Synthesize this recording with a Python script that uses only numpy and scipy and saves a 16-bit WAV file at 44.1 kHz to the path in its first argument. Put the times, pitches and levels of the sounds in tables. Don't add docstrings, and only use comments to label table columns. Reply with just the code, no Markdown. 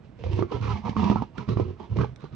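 import sys
import numpy as np
from scipy import signal
from scipy.fft import rfft, irfft
from scipy.io import wavfile
from scipy.ndimage import uniform_filter1d

SR = 44100
rng = np.random.default_rng(int(sys.argv[2]) if len(sys.argv) > 2 else 0)


def generate_wav(sig):
    pcm = np.round(np.clip(np.atleast_2d(sig).T, -1, 1) * 32767).astype(np.int16)
    wavfile.write(sys.argv[1], SR, pcm)


N = 103635

# start in seconds, level in dB, low ring in Hz,
# upper ring's level in dB relative to the low ring, upper ring in Hz.
FOLD_SLAPS = [(0.239, -27, 487, -4, 687), (0.3904, -14.5, 332, -9, 938), (0.424, -14.5, 351, -7.5, 1197),
              (0.893, -18, 198.5, -23, 835), (0.9656, -17, 201.4, 0.5, 1100),
              (1.0419, -17, 197.5, -4.5, 928), (1.099, -10.5, 209, -7, 918), (1.158, -15, 198.4, 1, 876),
              (1.221, -18.5, 227, 0, 857), (1.382, -23.5, 163, -4, 1407), (1.4887, -17, 200, -11, 1120),
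              (1.571, -17.5, 348.5, -9, 1160), (1.598, -12, 355, -15, 981.4), (1.968, -20, 364, -12, 816),
              (1.987, -14.5, 141.4, -8.5, 1112), (2.014, -15.5, 167, -10.5, 946),
              (2.044, -21.5, 439, -0.5, 833.2), (2.241, -28, 386, -10, 793)]
# frequency in Hz, relative density in dB per
# Hz.
HISS_COLOUR = [(880, -19), (1500, -4.5), (1760, -2), (2780, -2.5), (3930, -6.5), (5940, -13.5),
               (8470, -37.5), (11000, -75)]

FOLDS_PER_S, FOLDS_SPREAD_DB = 100, 4.5
BREATH = 0.37
VOICE_T60, HISS_T60 = 0.16, 0.27
ATTACK_S, OPEN_S = 0.0022, 0.011
SWELL_DB, SWELL_S = -8, 0.05
MOUTH_WIDTH, RASP_WIDTH, TEETH_WIDTH = 68, 92, 300
MOUTH_LOWER, RASP_UPPER = 0.748, 1.247
TEETH_DB = -5
PUFF_DB, PUFF_S, FLUTTER_DB = 8, 0.004, 2
CHEST_ROUGH, CHEST_WIDTH = 0.25, 30
BELLY_HZ, BELLY_DB = 72, -10
THROAT_HZ, THROAT_WIDTH = 211.2, 14.4
SLAP_T60, UPPER_T60, SLAP_RISE_S = 0.041, 0.029, 0.00036
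PUSH_DB = -5
SHUT_DB, SHUT_S = -8, 0.006
AIR_DB = -47
ECHO_DB, ECHO_T60 = -17, 0.084
OUTPUT_DB = 3
EDGE_HZ, BASS_CUT_HZ = 9100, 58


def gain_of(db):
    return 10 ** (np.asarray(db) / 20)


def evened(x):
    return x / np.sqrt(np.mean(x ** 2) + 1e-20)


def steady(x):
    return x / np.sqrt(uniform_filter1d(x ** 2, size=3000).clip(1e-20))


def read(points, hz):
    f, value = np.transpose(points)
    return np.interp(np.log(hz + 1), np.log(f + 1), value)


def add(mix, s, sound):
    part = mix[round(s * SR):][:len(sound)]
    part += sound[:len(part)]


def slow(size):
    return evened(uniform_filter1d(uniform_filter1d(rng.standard_normal(N), size), size))


def coloured(spectrum):
    colour = gain_of(read(spectrum, np.fft.rfftfreq(N, 1 / SR)))
    return evened(irfft(rfft(rng.standard_normal(N)) * colour, N))


def resonate(x, hz, width):
    turn = np.exp(2j * np.pi * np.cumsum(hz * np.ones(len(x))) / SR)
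    r = np.exp(-np.pi * width / SR)
    return 2 * (turn * signal.lfilter([1 - r], [1, -r], x / turn)).real


def ring(drive, hz, width):
    hz = hz * (1 + 0.031 * slow(size=1500))
    narrow = resonate(drive, hz, width)
    steeper = resonate(narrow, hz, 2 * width)
    return steady(resonate(steeper, hz, 4 * width))


def held(starts, values):
    at = np.searchsorted(starts, np.arange(N) / SR).clip(1) - 1
    return uniform_filter1d(1. * values[at], size=400)


def bursts(starts, holds, dbs, t60, swell_db=-60, attack=ATTACK_S):
    t = np.arange(N) / SR - starts[:, None]
    swell = gain_of(swell_db + 20 * t.clip(-1, 0) / SWELL_S)
    rise = np.maximum((t / attack).clip(0, 1), swell)
    release_db = -60 * (t - holds[:, None]).clip(0, 1) / t60
    return (rise * gain_of(dbs[:, None] + release_db)).max(axis=0)


def outdoor_air():
    # frequency in Hz, relative density in dB per Hz.
    air_colour = [(12, -27.5), (20, -0.5), (130, -7), (510, -21.5), (2850, -42.5), (8470, -61.5),
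                  (11000, -91.5)]
    return gain_of(AIR_DB + 0.36 * slow(size=2000)) * coloured(air_colour)


def folds():
    size = gain_of(FOLDS_SPREAD_DB * np.minimum(rng.exponential(1, N), 3))
    turns = np.cumsum(FOLDS_PER_S * np.exp(.4 * slow(size=300))) / SR
    pulses = -size * (np.diff(np.floor(turns), prepend=0) > 0)
    return (1 - BREATH) * evened(pulses) + BREATH * rng.standard_normal(N)


def puffs(drive):
    hard = np.zeros(N)
    fade = np.exp(-np.arange(SR // 20) / SR / PUFF_S)
    for row in FOLD_SLAPS:
        add(hard, row[0], gain_of(PUFF_DB) * fade * (1 - fade ** 8))
    strength = abs(drive) - abs(drive).mean()
    flutter = evened(signal.lfilter([1], [1, -np.exp(-1 / (SR * PUFF_S))], strength))
    return gain_of(FLUTTER_DB * np.tanh(flutter / 2)) + hard


def snarl(drive):
    # start in seconds, hold in seconds, mouth ring in Hz, its level in dB, rasp in Hz,
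    # its level in dB, tooth whistle in Hz, hiss level in dB.
    snarl_bursts = [(0.037, 0.015, 411, -61, 980, -94, 2740, -67),
                    (0.182, 0.067, 445, -49, 1020, -68, 2640, -60.5),
                    (0.234, .09, 474, -39, 938, -54, 2440, -54.5),
                    (0.304, 0.098, 356, -35, 892, -50, 2720, -50.5),
                    (0.374, 0.064, 351.4, -29, 1090, -49, 2110, -64),
                    (0.508, 0.047, 402, -31, 992, -40, 3040, -48.5),
                    (0.616, 0.07, 413, -39, 1085, -41, 2450, -46.5),
                    (0.683, 0.043, 384, -39.5, 1014, -35.5, 2810, -45),
                    (0.734, 0.039, 358, -46, 885, -42, 2185, -50),
                    (0.843, 0.058, 438, -41, 926, -36.5, 2246, -49.5),
                    (0.967, 0.15, 401, -39, 960, -36, 2690, -45),
                    (1.015, 0.072, 341, -32, 923, -32, 2780, -47.5),
                    (1.103, 0.026, 319.4, -26.5, 937, -34, 2715, -47),
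                    (1.162, 0.021, 356, -42, 1008, -34.5, 2175, -53),
                    (1.207, 0.0043, 373, -35, 932, -37, 2790, -53.5),
                    (1.368, 0.045, 392, -41.5, 1028, -43.5, 2286, -52.5),
                    (1.477, 0.043, 391, -31.5, 1107, -45, 3880, -50),
                    (1.565, 0.056, 412, -33, 1027, -44, 2230, -54),
                    (1.641, 0.07, 350, -38.5, 1033, -59.5, 2640, -61.5),
                    (1.787, 0.057, 344, -46, 891, -49, 3240, -60),
                    (1.888, 0.061, 405, -49.5, 1050, -58, 2760, -63),
                    (1.957, 0.039, 404, -27, 1024, -62, 2100, -52.5),
                    (1.987, 0.036, 386, -26, 1188, -36, 2220, -50),
                    (2.19, 0.07, 424, -59, 1166, -56, 3830, -62),
                    (2.316, .05, 362, -51, 1190, -60, 3680, -63.5)]
    s, hold, mouth_hz, mouth_db, rasp_hz, rasp_db, teeth_hz, hiss_db = np.transpose(snarl_bursts)
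    mouth_hz, rasp_hz = held(s, mouth_hz), held(s, rasp_hz)

    mouth = ring(drive, mouth_hz, MOUTH_WIDTH)
    mouth = mouth + gain_of(-5) * ring(drive, MOUTH_LOWER * mouth_hz, 120)
    rasp = ring(drive, rasp_hz, RASP_WIDTH)
    rasp = rasp + gain_of(-5.5) * ring(drive, RASP_UPPER * rasp_hz, 81)
    rasp = rasp + gain_of(-7) * ring(drive, rasp_hz / RASP_UPPER, 70)

    whistle = ring(rng.standard_normal(N), held(s, teeth_hz), TEETH_WIDTH)
    hiss = evened(coloured(HISS_COLOUR) + gain_of(TEETH_DB) * whistle) * puffs(drive)

    voiced = bursts(s, hold, mouth_db, VOICE_T60, attack=OPEN_S) * mouth
    voiced = voiced + bursts(s, hold, rasp_db, VOICE_T60, SWELL_DB, OPEN_S) * rasp
    return voiced, bursts(s, hold, hiss_db, HISS_T60, SWELL_DB, OPEN_S) * hiss


def growl(drive):
    # start in seconds, hold in seconds, chest pitch in Hz, chest level in dB,
    # throat level in dB.
    growl_bursts = [(0.189, 0.019, 119.1, -36.5, -69), (0.236, 0.04, 85.3, -28.5, -49),
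                    (0.281, 0.14, 99.14, -26.5, -67), (0.543, 0.0067, 116.9, -26, -43.5),
                    (0.604, 0.14, 108.7, -28, -44), (0.739, 0.054, 84.57, -39.5, -37.5),
                    (0.838, 0.077, 105.6, -37.5, -34), (0.959, 0.044, 85.1, -29, -24),
                    (1.023, 0.04, 89, -30.5, -20.5), (1.096, 0.017, 109.8, -27, -23),
                    (1.149, 0.058, 109.4, -31, -32), (1.376, 0.038, 124.7, -38, -39),
                    (1.476, 0.058, 113.3, -26, -38), (1.56, 0.059, 99.1, -24.5, -36),
                    (1.65, 0.06, 90.7, -34, -73), (1.799, 0.02, 83.5, -46.5, -45),
                    (1.899, 0.046, 105.2, -27.5, -44.5), (1.97, 0.046, 119.6, -20.5, -31),
                    (2.059, 0.06, 126.9, -40.5, -64), (2.229, 0.023, 142.1, -39, -60.5),
                    (2.326, .05, 134.8, -39, -45.5)]
    s, hold, hz, chest_db, throat_db = np.transpose(growl_bursts)
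    hz = held(s, hz)

    tone = np.sqrt(2) * np.sin(2 * np.pi * np.cumsum(hz * (1 + .04 * slow(size=400))) / SR)
    smooth = tone * gain_of(4.1 * slow(size=300))
    rough = ring(drive, hz, CHEST_WIDTH)
    chest = steady((1 - CHEST_ROUGH) * smooth + CHEST_ROUGH * rough)
    chest = chest + gain_of(BELLY_DB) * ring(drive, BELLY_HZ, 12)

    throat_hz = THROAT_HZ * (1 + 0.0524 * slow(size=600))
    hum = np.sqrt(2) * np.sin(2 * np.pi * np.cumsum(throat_hz) / SR)
    throat = steady(hum + .5 * ring(drive, THROAT_HZ, THROAT_WIDTH))
    return bursts(s, hold, chest_db, VOICE_T60) * chest + bursts(s, hold, throat_db, VOICE_T60) * throat


def slaps():
    # start in seconds, level in dB.
    tongue_clicks = [(0.238, -40), (0.332, -37), (0.363, -38), (0.613, -38), (1.38, -36), (2.161, -45),
                     (2.207, -49)]
    out, t = np.zeros(N), np.arange(4000) / SR
    rise = (1 - np.exp(-t / SLAP_RISE_S)) ** 2
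    for s, db, hz, upper_db, upper_hz in FOLD_SLAPS:
        push = -gain_of(PUSH_DB) * np.sin(np.pi * (2 * hz * t).clip(0, 1)) ** 2
        low = -np.sin(2 * np.pi * hz * t) * gain_of(-60 * t / SLAP_T60)
        upper = -np.sin(2 * np.pi * upper_hz * t) * gain_of(upper_db - 60 * t / UPPER_T60)
        add(out, s, gain_of(db) * (push + rise * (low + upper)))
    for s, db in tongue_clicks:
        add(out, s, coloured(HISS_COLOUR)[:4000] * gain_of(db - 60 * t / 0.0069))
    return out


def choke():
    t = np.arange(N) / SR
    dips = sum(np.exp(-((t - row[0]) / SHUT_S - .5) ** 2) for row in FOLD_SLAPS)
    return gain_of(SHUT_DB * dips)


def voices():
    drive = folds()
    voiced, hiss = snarl(drive)
    return choke() * (growl(drive) + voiced) + hiss + outdoor_air()


def scatter(x):
    t = np.arange(SR // 4) / SR
    taps = rng.standard_normal(len(t)) * gain_of(-60 * t / ECHO_T60)
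    return signal.fftconvolve(x, taps / np.linalg.norm(taps))[:N]


def ports(x, other):
    # frequency in Hz, left minus right level in dB.
    left_level = [(60, -4.5), (200, -7), (690, -9), (2360, -7)]
    # frequency in Hz, left-right likeness from 0 to 1.
    likeness = [(60, 1), (250, 1), (500, 0.21), (1000, 0.76), (2500, 0.47)]
    # frequency in Hz, phase in radians by which the left leads.
    left_lead = [(150, 0.76), (430, 0.75), (860, -0.54)]
    hz = np.fft.rfftfreq(N, 1 / SR)
    same = np.clip(read(likeness, hz), 0, 1)
    shared = same * np.exp(1j * read(left_lead, hz)) * rfft(x)
    unrelated = np.sqrt(1 - same ** 2) * rfft(other)
    left = irfft((shared + unrelated) * gain_of(read(left_level, hz)), N)
    return gain_of(OUTPUT_DB) * np.array([left, x])


def scene():
    hard = slaps()
    near = voices() + hard
    return ports(near + gain_of(ECHO_DB) * scatter(near), voices() + scatter(hard))


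def record(dry):
    cut = signal.sosfilt(signal.butter(3, BASS_CUT_HZ, "high", fs=SR, output="sos"), dry)
    return signal.oaconvolve(cut, signal.firwin(255, EDGE_HZ, window=("kaiser", 9), fs=SR)[None], "same")


dry = scene()
out = record(dry)
generate_wav(out)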